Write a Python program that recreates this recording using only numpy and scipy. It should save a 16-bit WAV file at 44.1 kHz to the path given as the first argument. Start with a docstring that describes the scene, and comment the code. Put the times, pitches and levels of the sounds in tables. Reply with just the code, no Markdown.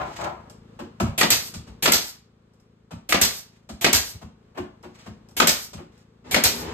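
"""A hose scrapes over the floor and a sleeve brushes, above the thud of a compressor outside and a faint room hush.
Then six nails go into a pine ceiling in a bare log room: each is a trigger hiss, a driver blow with the ring
of the housing and boards, and a burst of exhaust. Around the shots the nailer knocks, clicks and slides.
Contacts and air are shaped noise, ringing parts are damped sines, and the compressor is a harmonic hum with
pulsing noise. Two closely spaced microphones listen."""
import sys
import numpy as np
from scipy import signal
from scipy.fft import rfft, irfft, next_fast_len
from scipy.io import wavfile
from scipy.ndimage import map_coordinates

SR = 44100
rng = np.random.default_rng(int(sys.argv[2]) if len(sys.argv) > 2 else 0)


def generate_wav(signal):
    """Clip the signal to [-1, 1] and save it as 16-bit WAV at the path in sys.argv[1]."""
    frames = np.transpose(np.atleast_2d(signal))
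    scaled = np.clip(frames, -1, 1) * 32767
    pcm = np.round(scaled).astype(np.int16)
    wavfile.write(sys.argv[1], SR, pcm)


N = 296793
AGE = np.arange(int(.8 * SR)) / SR  # seconds since the onset of a single sound

# All spectra and mode levels are relative; each sound is levelled afterwards.
# nail shots: trigger_s, hiss_db, blow_db, favoured_housing_hz, release_s
NAIL_SHOTS = [(1.1775, -19.2, -13.2, 1350, 1.303), (1.8235, -19.4, -14, 1700, 1.9195),
              (3.0895, -24.6, -13.2, 2000, 3.2135), (3.8105, -26.6, -11.6, 2100, 3.9295),
              (5.366, -24.2, -11.2, 1400, 5.471), (6.31, -23.7, -13.2, 2300, 6.4375)]
# hiss of the trigger valve: pitch_hz, level_db (per Hz)
TRIGGER_SPECTRUM = [(60, 0), (300, -1), (800, -1), (1300, -8.5), (2400, 2), (3500, -0.4), (5400, -2.5),
                    (9000, -3), (14000, -3.5)]
# crack of the driver blow: pitch_hz, level_db (per Hz)
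BLOW_SPECTRUM = [(60, -17), (250, -2), (700, -1.5), (1400, -1.5), (2200, 1), (3000, -2), (4500, -4),
                 (7000, -8), (10000, -15.5), (14000, -20.5)]
# ringing housing and magazine of the nailer: pitch_hz, level_db, t60_s
HOUSING_MODES = [(1221, -1, 0.066), (1376, -4, 0.05), (1497, -2, 0.035), (1968, -5, 0.084),
                 (2205, 3.5, 0.024), (2525, -4.5, 0.071), (2900, -4.5, 0.055), (4220, -2, .06),
                 (4680, 0.5, 0.073), (7100, -6.5, .05)]
# boards rattling on their joists: pitch_hz, level_db (per Hz)
RATTLE_SPECTRUM = [(30, -15), (70, -3), (130, -6), (250, 1), (410, -3.5), (580, 4.5), (900, -1.5),
                   (1300, -5), (2400, -4), (5000, -6), (8000, -19.5), (13000, -29)]
# ringing ceiling boards: pitch_hz, level_db, t60_s
BOARD_RESONANCES = [(151.6, -5, 0.3), (171.5, 0, 0.25), (187, -5, 0.14), (210.5, -1.5, 0.34),
                    (233.4, 0, 0.33), (267.3, -3.5, 0.25), (296, -5, 0.3), (342.8, -0.5, 0.19),
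                    (363.7, -0.5, 0.24), (558, -3, .2), (710, -6.5, 0.19)]
# bright puff as the exhaust valve opens: pitch_hz, level_db (per Hz)
PUFF_SPECTRUM = [(60, -13.5), (400, -6), (1100, -10.5), (2200, -1), (4300, -3.5), (7000, 0.5), (9500, -1.5),
                 (13000, -3), (15000, -4)]
# turbulent exhaust jet: pitch_hz, level_db (per Hz)
JET_SPECTRUM = [(30, -11), (70, 2), (160, -5.5), (500, -5.5), (1100, -8), (2200, -5), (3000, -4.5),
                (4300, 0.3), (6000, -1), (8000, -6), (11000, -10.5), (14500, -6)]
# last air seeping through the deflector: pitch_hz, level_db (per Hz)
SEEP_SPECTRUM = [(100, -15.5), (1000, -10), (2500, -14.5), (5000, 4), (8000, -1.5), (14500, -2)]
DRIVER_DELAY_S, RECOIL_DELAY_S = .034, .0165  # trigger to blow, blow to the nose dropping back
RECOIL_DB, EXHAUST_DB = -19.5, -13.5  # the same for every shot

# the nailer knocks against the ceiling: start_s, wood_db, metal_db, favoured_board_hz
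CEILING_KNOCKS = [(.789, -39.5, -52.5, 363), (0.9994, -25, -38, 223.8), (1.049, -38, -66, 109.9),
                  (1.538, -43, -42.5, 135.3), (1.667, -50, -58, 134.6), (2.907, -41.5, -53.5, 185),
                  (3.689, -42, -48, 194.3), (4.115, -55, -74.5, 101), (4.212, -45, -57.5, 171),
                  (4.545, -49.5, -64, 358), (4.572, -34, -51.5, 335), (4.831, -46, -58.5, 355),
                  (5.058, -43.5, -56, 194), (5.73, -43.5, -48, 160), (5.768, -46, -67.5, 328),
                  (6.296, -44.5, -66, 134)]
# metal tick of a touch: pitch_hz, level_db (per Hz)
TICK_SPECTRUM = [(900, -26.5), (2500, -7), (5000, -0.5), (8000, -1), (14000, -12.5)]
# woody knock, also the body of a click: pitch_hz, level_db (per Hz)
KNOCK_SPECTRUM = [(250, -11), (550, 3.5), (850, 2.5), (1400, -3.5), (2000, -11), (2800, -9), (3600, -18),
                  (5500, -31.5)]
# low boom of the joists: pitch_hz, level_db (per Hz)
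BOOM_SPECTRUM = [(25, -23), (55, 1.5), (78, 7.5), (115, 1.5), (170, -16), (400, -58)]
# bare metal contact is brief, a glancing one long: the rise halves every RISE_HALVES_DB of metal level
RISE_S, RISE_AT_DB, RISE_HALVES_DB = .0038, -52, 12
DULL_DB_PER_OCTAVE = 4.5  # downward tilt of the tick at a rise of RISE_S
# mid-span the boards ring low and the joists boom; stiffer spots ring higher, knock more and boom less
MID_SPAN_HZ = 170
KNOCK_DB, KNOCK_DB_PER_OCTAVE = -5.5, 2.5  # relative to the wood level
BOOM_DB, BOOM_DB_PER_OCTAVE = -2, -12  # relative to the wood level

# loose parts of the nailer click: start_s, level_db
LOOSE_CLICKS = [(0.498, -52.5), (2.535, -74), (2.599, -71), (4.828, -61), (5.287, -60), (5.31, -64),
                (5.977, -67.5)]
# ping of a loose part: pitch_hz, level_db, t60_s
PING_MODES = [(5250, 2, .012), (7690, -8, 0.0088)]
CLICK_BODY_DB = -2  # dull part of a click, relative to its tick

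# hose dragging over the floor: start_s, length_s, end_level_db
HOSE_STROKES = [(-.04, 0.055, -24.5), (.184, 0.082, -27.5), (.45, 0.018, -52)]
# scrape of the hose: pitch_hz, level_db (per Hz)
HOSE_SPECTRUM = [(24, -44), (40, -15.5), (70, -1), (258, -13), (381, -0.5), (464, -16.5), (593, -1.5),
                 (1020, -2.5), (1900, -15.5), (4110, -29.5), (7050, -36.5), (11500, -54), (14000, -43)]
# nailer's nose sliding on a board: start_s, length_s, end_level_db
NOSE_STROKES = [(6.24, 0.455, -32.5)]
# rub of the nose on wood: pitch_hz, level_db (per Hz)
NOSE_SPECTRUM = [(35, -21), (75, -1), (120, -5.5), (185, -1), (280, -2.5), (450, -2.5), (680, -13.5),
                 (900, -7.5), (1300, -15.5), (3000, -19.5), (7000, -28.5), (14000, -49)]
# sleeve brushing as the arm shifts: start_s, length_s, end_level_db
SLEEVE_STROKES = [(.05, 0.17, -39), (3.47, 0.093, -60), (4.88, 0.18, -54), (5.91, 0.077, -57.5)]
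# rustle of the sleeve: pitch_hz, level_db (per Hz)
SLEEVE_SPECTRUM = [(300, -4), (1200, 0), (2500, -2), (7000, -6.5), (13000, -23)]

# compressor hum: order (multiple of the stroke rate), level_db
STROKE_ORDERS = [(2, -70.6), (3, -76.7), (4, -62.8), (5, -69.2), (6, -65.0), (7, -68.6), (8, -64.9),
                 (9, -69.7), (10, -75.6)]
# chuff of the compressor through the wall: pitch_hz, level_db (per Hz)
CHUFF_SPECTRUM = [(40, -7.5), (75, 0.5), (110, -14), (260, -11.5), (340, -5.5), (470, -3), (600, -22),
                  (1500, -50)]
# faint hush of the room: pitch_hz, level_db (per Hz)
HUSH_SPECTRUM = [(20, -14), (45, -0.5), (78, 0), (115, -14), (260, -14), (330, -8.5), (460, -7), (640, -18),
                 (1200, -17.5), (1900, -25), (4000, -29.5), (8000, -38.5), (15000, -55)]
# gain on compressor and hush together: time_s, gain_db
BACKGROUND_GAIN = [(0, 7.5), (1.75, 8), (2.05, -1.5), (4.4, 0.5), (5.2, 4.5), (6.2, 1)]
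PUMP_HZ = 27.45  # piston strokes a second
STROKE_SCATTER_DB = 0.4  # no two piston strokes are quite alike
CHUFF_DB, HUSH_DB = -69, -62  # before the background gain

# decay of the log room: pitch_hz, t60_s
ROOM_DECAY = [(80, 0.33), (300, 0.34), (1000, 0.4), (4000, 0.36), (8000, 0.28), (14000, 0.2)]
# likeness of the two microphones, limited later to +-0.995: pitch_hz, correlation (-1 to 1)
MIC_CORRELATION = [(150, 0.97), (350, 0.81), (900, -0.027), (1800, 0.18), (3200, -0.085), (5500, -0.64),
                   (8200, 0.66), (9550, -.99), (10500, -.99), (11800, 0.38), (13200, 0.97), (14600, -1.1)]
# left-right balance of the microphones: pitch_hz, left_minus_right_db
MIC_BALANCE = [(60, 0.5), (250, 1.5), (700, 4.0), (1600, 2.5), (3500, -2.5), (6000, 0.2), (10000, -0.5)]
# treble droop of the finished sound: pitch_hz, gain_db
TREBLE_DROOP = [(14600, 0), (15300, -6.5), (16000, -8.5)]
TOP_HZ = 16300  # upper limit of the sound


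def nailer():
    """The trigger valve hisses, the driver slams the nail home, the ceiling shakes, the cylinder vents on release."""
    out = np.zeros((2, N))
    for trigger_s, hiss_db, blow_db, housing_hz, release_s in NAIL_SHOTS:
        hiss = in_room(burst(TRIGGER_SPECTRUM, attack=.0018, hold=.0046, t60=.18), wet_db=2.5)
        add(out, trigger_s, amp(hiss_db) * unit(hiss, span=.026))

        blow_s = trigger_s + DRIVER_DELAY_S
        crack = unit(burst(BLOW_SPECTRUM, attack=.00014, hold=.006, t60=.025), span=.0067)
        housing = ring(favouring(HOUSING_MODES, housing_hz, slope_db=8.0), attack=.00083)
        metal = amp(-7) * unit(housing, span=.025)
        blow = in_room(crack + metal, wet_db=-4)
        add(out, blow_s, amp(blow_db) * unit(blow, span=.011))

        # the recoil drops the nose back on the boards, which rattle on their joists
        rattle = in_room(burst(RATTLE_SPECTRUM, attack=.0026, hold=.0046, t60=.13), wet_db=-7.5)
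        boards = ring(favouring(BOARD_RESONANCES, 240, slope_db=5.0), attack=.0036)
        recoil = unit(rattle, span=.036) + amp(-7) * unit(boards, span=.022)
        add(out, blow_s + RECOIL_DELAY_S, amp(RECOIL_DB) * recoil)

        # the valve snaps open with a bright puff, then the last air seeps out through the deflector
        puff = amp(3) * unit(burst(PUFF_SPECTRUM, attack=.0004, hold=.0053, t60=.026), span=.0076)
        turbulence = amp(1.3 * wobble(300)[:len(AGE)])
        rush = turbulence * burst(JET_SPECTRUM, attack=.01, hold=.019, t60=.19)
        jet = amp(-2) * unit(rush, span=.06)
        seep = amp(-23.5) * unit(burst(SEEP_SPECTRUM, attack=.02, hold=.18, t60=.12), span=.1)
        exhaust = in_room(puff + jet + seep, wet_db=-6.5)
        add(out, release_s, amp(EXHAUST_DB) * unit(exhaust, span=.046))
    return out


def knocks():
    """Each touch ticks on the metal and knocks on the wood; boards and joists take a moment to swing."""
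    out = np.zeros((2, N))
    for start_s, wood_db, metal_db, favoured_hz in CEILING_KNOCKS:
        rise = RISE_S * 2 ** ((RISE_AT_DB - metal_db) / RISE_HALVES_DB)
        octaves = np.log2(favoured_hz / MID_SPAN_HZ)

        # a glancing touch builds slowly, scuffs on for longer and is duller
        dull_db = DULL_DB_PER_OCTAVE * rise / RISE_S + 2.5 * max(octaves, 0)
        dulled = [(hz, db - dull_db * np.log2(hz / 2500)) for hz, db in TICK_SPECTRUM]
        tick = in_room(burst(dulled, attack=rise, hold=3.0 * rise, t60=.11), wet_db=-2.5)
        add(out, start_s, amp(metal_db) * unit(tick, span=.08))

        knock = in_room(burst(KNOCK_SPECTRUM, attack=rise, hold=3.8 * rise, t60=.065), wet_db=-3.5)
        knock_db = wood_db + KNOCK_DB + KNOCK_DB_PER_OCTAVE * octaves
        add(out, start_s, amp(knock_db) * unit(knock, span=.097))

        boards = ring(favouring(BOARD_RESONANCES, favoured_hz, slope_db=12.5), attack=.002 + 3 * rise)
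        add(out, start_s + .005 + 1.5 * rise, amp(wood_db) * unit(boards, span=.1))

        boom = burst(BOOM_SPECTRUM, attack=.0092, hold=.032, t60=.094)
        boom_db = wood_db + BOOM_DB + BOOM_DB_PER_OCTAVE * octaves
        add(out, start_s + .014, amp(boom_db) * unit(boom, span=.21))
    return out


def clicks():
    """Metal taps on metal: a quick tick and ping with a little body, too light to move the boards."""
    out = np.zeros((2, N))
    for start_s, level_db in LOOSE_CLICKS:
        tick = unit(burst(TICK_SPECTRUM, attack=.0006, hold=.002, t60=.08), span=.08)
        ping = amp(-3) * unit(ring(PING_MODES, attack=.0006), span=.067)
        thump = burst(KNOCK_SPECTRUM, attack=.002, hold=.0055, t60=.06)
        body = amp(CLICK_BODY_DB) * unit(thump, span=.091)
        click = in_room(tick + ping + body, wet_db=-3.5)
        add(out, start_s, amp(level_db) * unit(click, span=.071))
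    return out


def hose():
    """The hose drags over the floor in short, slightly rough scrapes."""
    envelope = strokes(HOSE_STROKES, attack=.007, swell_db=5.5, fall_db_per_s=147)
    return rubbing(envelope, HOSE_SPECTRUM, rough_db=1.5, catch_rate=160)


def nose():
    """The nailer's nose slides smoothly on the board, as even friction noise."""
    envelope = strokes(NOSE_STROKES, attack=.013, swell_db=11.5, fall_db_per_s=30)
    return rubbing(envelope, NOSE_SPECTRUM, rough_db=0, catch_rate=200)


def sleeve():
    """Cloth brushes as the arm shifts, catching coarsely."""
    envelope = strokes(SLEEVE_STROKES, attack=.017, swell_db=8, fall_db_per_s=190)
    return rubbing(envelope, SLEEVE_SPECTRUM, rough_db=6.5, catch_rate=78)


def compressor():
    """One thud per piston stroke; the wall smears it and lets only the low orders and a dull chuff through."""
    seconds = np.arange(N) / SR - .0036
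    turn = 2 * np.pi * (PUMP_HZ * seconds + .004 * wobble(8))
    thuds = np.zeros(N)
    for order, level_db in STROKE_ORDERS:
        smear = .13 * (order - 6) ** 2  # phase in radians: spreads each thud in time
        thuds -= np.sqrt(2) * amp(level_db) * np.sin(order * turn - smear)
    thuds = thuds * amp(STROKE_SCATTER_DB * wobble(PUMP_HZ))
    pulsing = rng.standard_normal((2, N)) * (1 + .3 * np.cos(turn))
    chuff = unit(coloured(pulsing, CHUFF_SPECTRUM))
    return thuds * np.array([[1], [.3]]) + amp(CHUFF_DB) * chuff


def air():
    """The faint hush of the room: coloured noise whose level wavers slightly."""
    hush = unit(coloured(rng.standard_normal((2, N)), HUSH_SPECTRUM))
    return amp(HUSH_DB + .8 * wobble(10)) * hush


def strokes(rows, attack, swell_db, fall_db_per_s):
    """Each stroke sets in, swells as it gathers speed, and dies away once it ends."""
    power = np.zeros(N)
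    for start_s, length_s, end_db in rows:
        age = np.maximum(np.arange(N) / SR - start_s, 0)
        swell = swell_db * np.minimum(age / length_s - 1, 0)
        fall = fall_db_per_s * np.maximum(age - length_s, 0)
        power += (amp(end_db + swell - fall) * (1 - np.exp(-age / attack))) ** 2
    return np.sqrt(power)


def rubbing(envelope, spectrum, rough_db, catch_rate):
    """Friction noise under a stroke; with rough_db above 0 the surface catches and slips unevenly."""
    grains = rng.standard_normal((2, N)) * amp(rough_db * wobble(catch_rate))
    return envelope * unit(in_room(coloured(grains, spectrum), wet_db=-1.0))


def burst(spectrum, attack, hold, t60):
    """Coloured noise that rises, holds and dies away (times in seconds)."""
    shape = (1 - np.exp(-AGE / attack)) * amp(-60 * np.maximum(AGE - hold, 0) / t60)
    return coloured(rng.standard_normal((2, len(AGE))) * shape, spectrum)


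def ring(modes, attack):
    """Damped modes, struck at new strengths each time."""
    hz, db, t60 = np.transpose(modes)[:, :, None]
    size = amp(db + rng.normal(0, 2.2, db.shape) - 60 * AGE / t60)
    phase = 2 * np.pi * (hz * AGE + rng.random((2, len(hz), 1)))
    return (size * np.sin(phase)).sum(1) * (1 - np.exp(-AGE / attack))


def favouring(modes, favoured_hz, slope_db):
    """The place of contact decides which modes answer most: the others lose slope_db an octave."""
    return [(hz, db - slope_db * abs(np.log2(hz / favoured_hz)), t60) for hz, db, t60 in modes]


def in_room(x, wet_db):
    """x plus the answer of the log walls, a fresh decaying noise tail for every call."""
    hz, t, z = signal.stft(rng.standard_normal((2, len(AGE))), SR, nperseg=256)
    decay = amp(-60 * t / along(ROOM_DECAY, hz)[:, None])
    tail = signal.istft(z * decay, SR, nperseg=256)[1][:, :len(AGE)]
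    tail = tail * (1 - np.exp(-(AGE / .0034) ** 2))  # the walls answer a little late
    wet = signal.fftconvolve(x, tail / np.linalg.norm(tail[0]), axes=1)[:, :x.shape[1]]
    return x + amp(wet_db) * wet


def coloured(x, spectrum):
    """x through a causal minimum-phase filter with the given spectrum."""
    n = x.shape[-1]
    m = 2 * next_fast_len(n // 2 + 2048)
    gain = amp(along(spectrum, np.fft.rfftfreq(m, 1 / SR)))
    cepstrum = irfft(np.log(gain), m)
    # folding the cepstrum onto positive time makes the filter causal
    cepstrum[1:m // 2] *= 2
    cepstrum[m // 2 + 1:] = 0
    return irfft(rfft(x, m) * np.exp(rfft(cepstrum)), m)[..., :n]


def wobble(rate):
    """A smooth random curve, rate knots a second."""
    knots = rng.standard_normal(int(N * rate / SR) + 4)
    return map_coordinates(knots, [np.arange(N) * rate / SR])


def amp(db):
    """Decibels to gain."""
    return 10 ** (np.asarray(db) / 20)


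def unit(x, span=None):
    """x scaled to rms 1, over its first span seconds if given."""
    head = x if span is None else x[..., :int(span * SR)]
    return x / np.sqrt(np.mean(head ** 2) + 1e-20)


def along(points, hz):
    """(Hz, value) points read on a log axis."""
    f, v = np.transpose(points)
    return np.interp(np.log(hz + 1), np.log(f), v)


def curve(rows):
    """(s, value) rows, one value per sample."""
    return np.interp(np.arange(N) / SR, *np.transpose(rows))


def add(track, s, sound):
    """Mix a sound into the track at time s."""
    part = track[:, max(round(s * SR), 0):][:, :len(AGE)]
    part += sound[:, :part.shape[1]]


def scene():
    """Sum the nailer, its handling, the rubbing and the background into two channels for the microphone pair."""
    handling = knocks() + clicks() + hose() + nose() + sleeve()
    background = amp(curve(BACKGROUND_GAIN)) * (compressor() + air())
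    return nailer() + handling + background


def record(dry):
    """The microphone pair forms sum and difference, in or out of phase by frequency, with nothing above TOP_HZ."""
    m = next_fast_len(N + SR // 2)
    hz = np.fft.rfftfreq(m, 1 / SR)
    alike = np.clip(along(MIC_CORRELATION, hz), -.995, .995)
    mid, side = rfft(dry, m) * np.sqrt([(1 + alike) / 2, (1 - alike) / 2])
    lean = amp(along(MIC_BALANCE, hz) / 2)
    pair = np.array([(mid + side) * lean, (mid - side) / lean])
    low_cut = (1j * hz / (1j * hz + 30)) ** 2  # 30 Hz, second order
    top_cut = 1 / np.sqrt(1 + (hz / TOP_HZ) ** 400)
    return irfft(pair * low_cut * amp(along(TREBLE_DROOP, hz)) * top_cut, m)[:, :N]


dry = scene()
out = record(dry)
generate_wav(out)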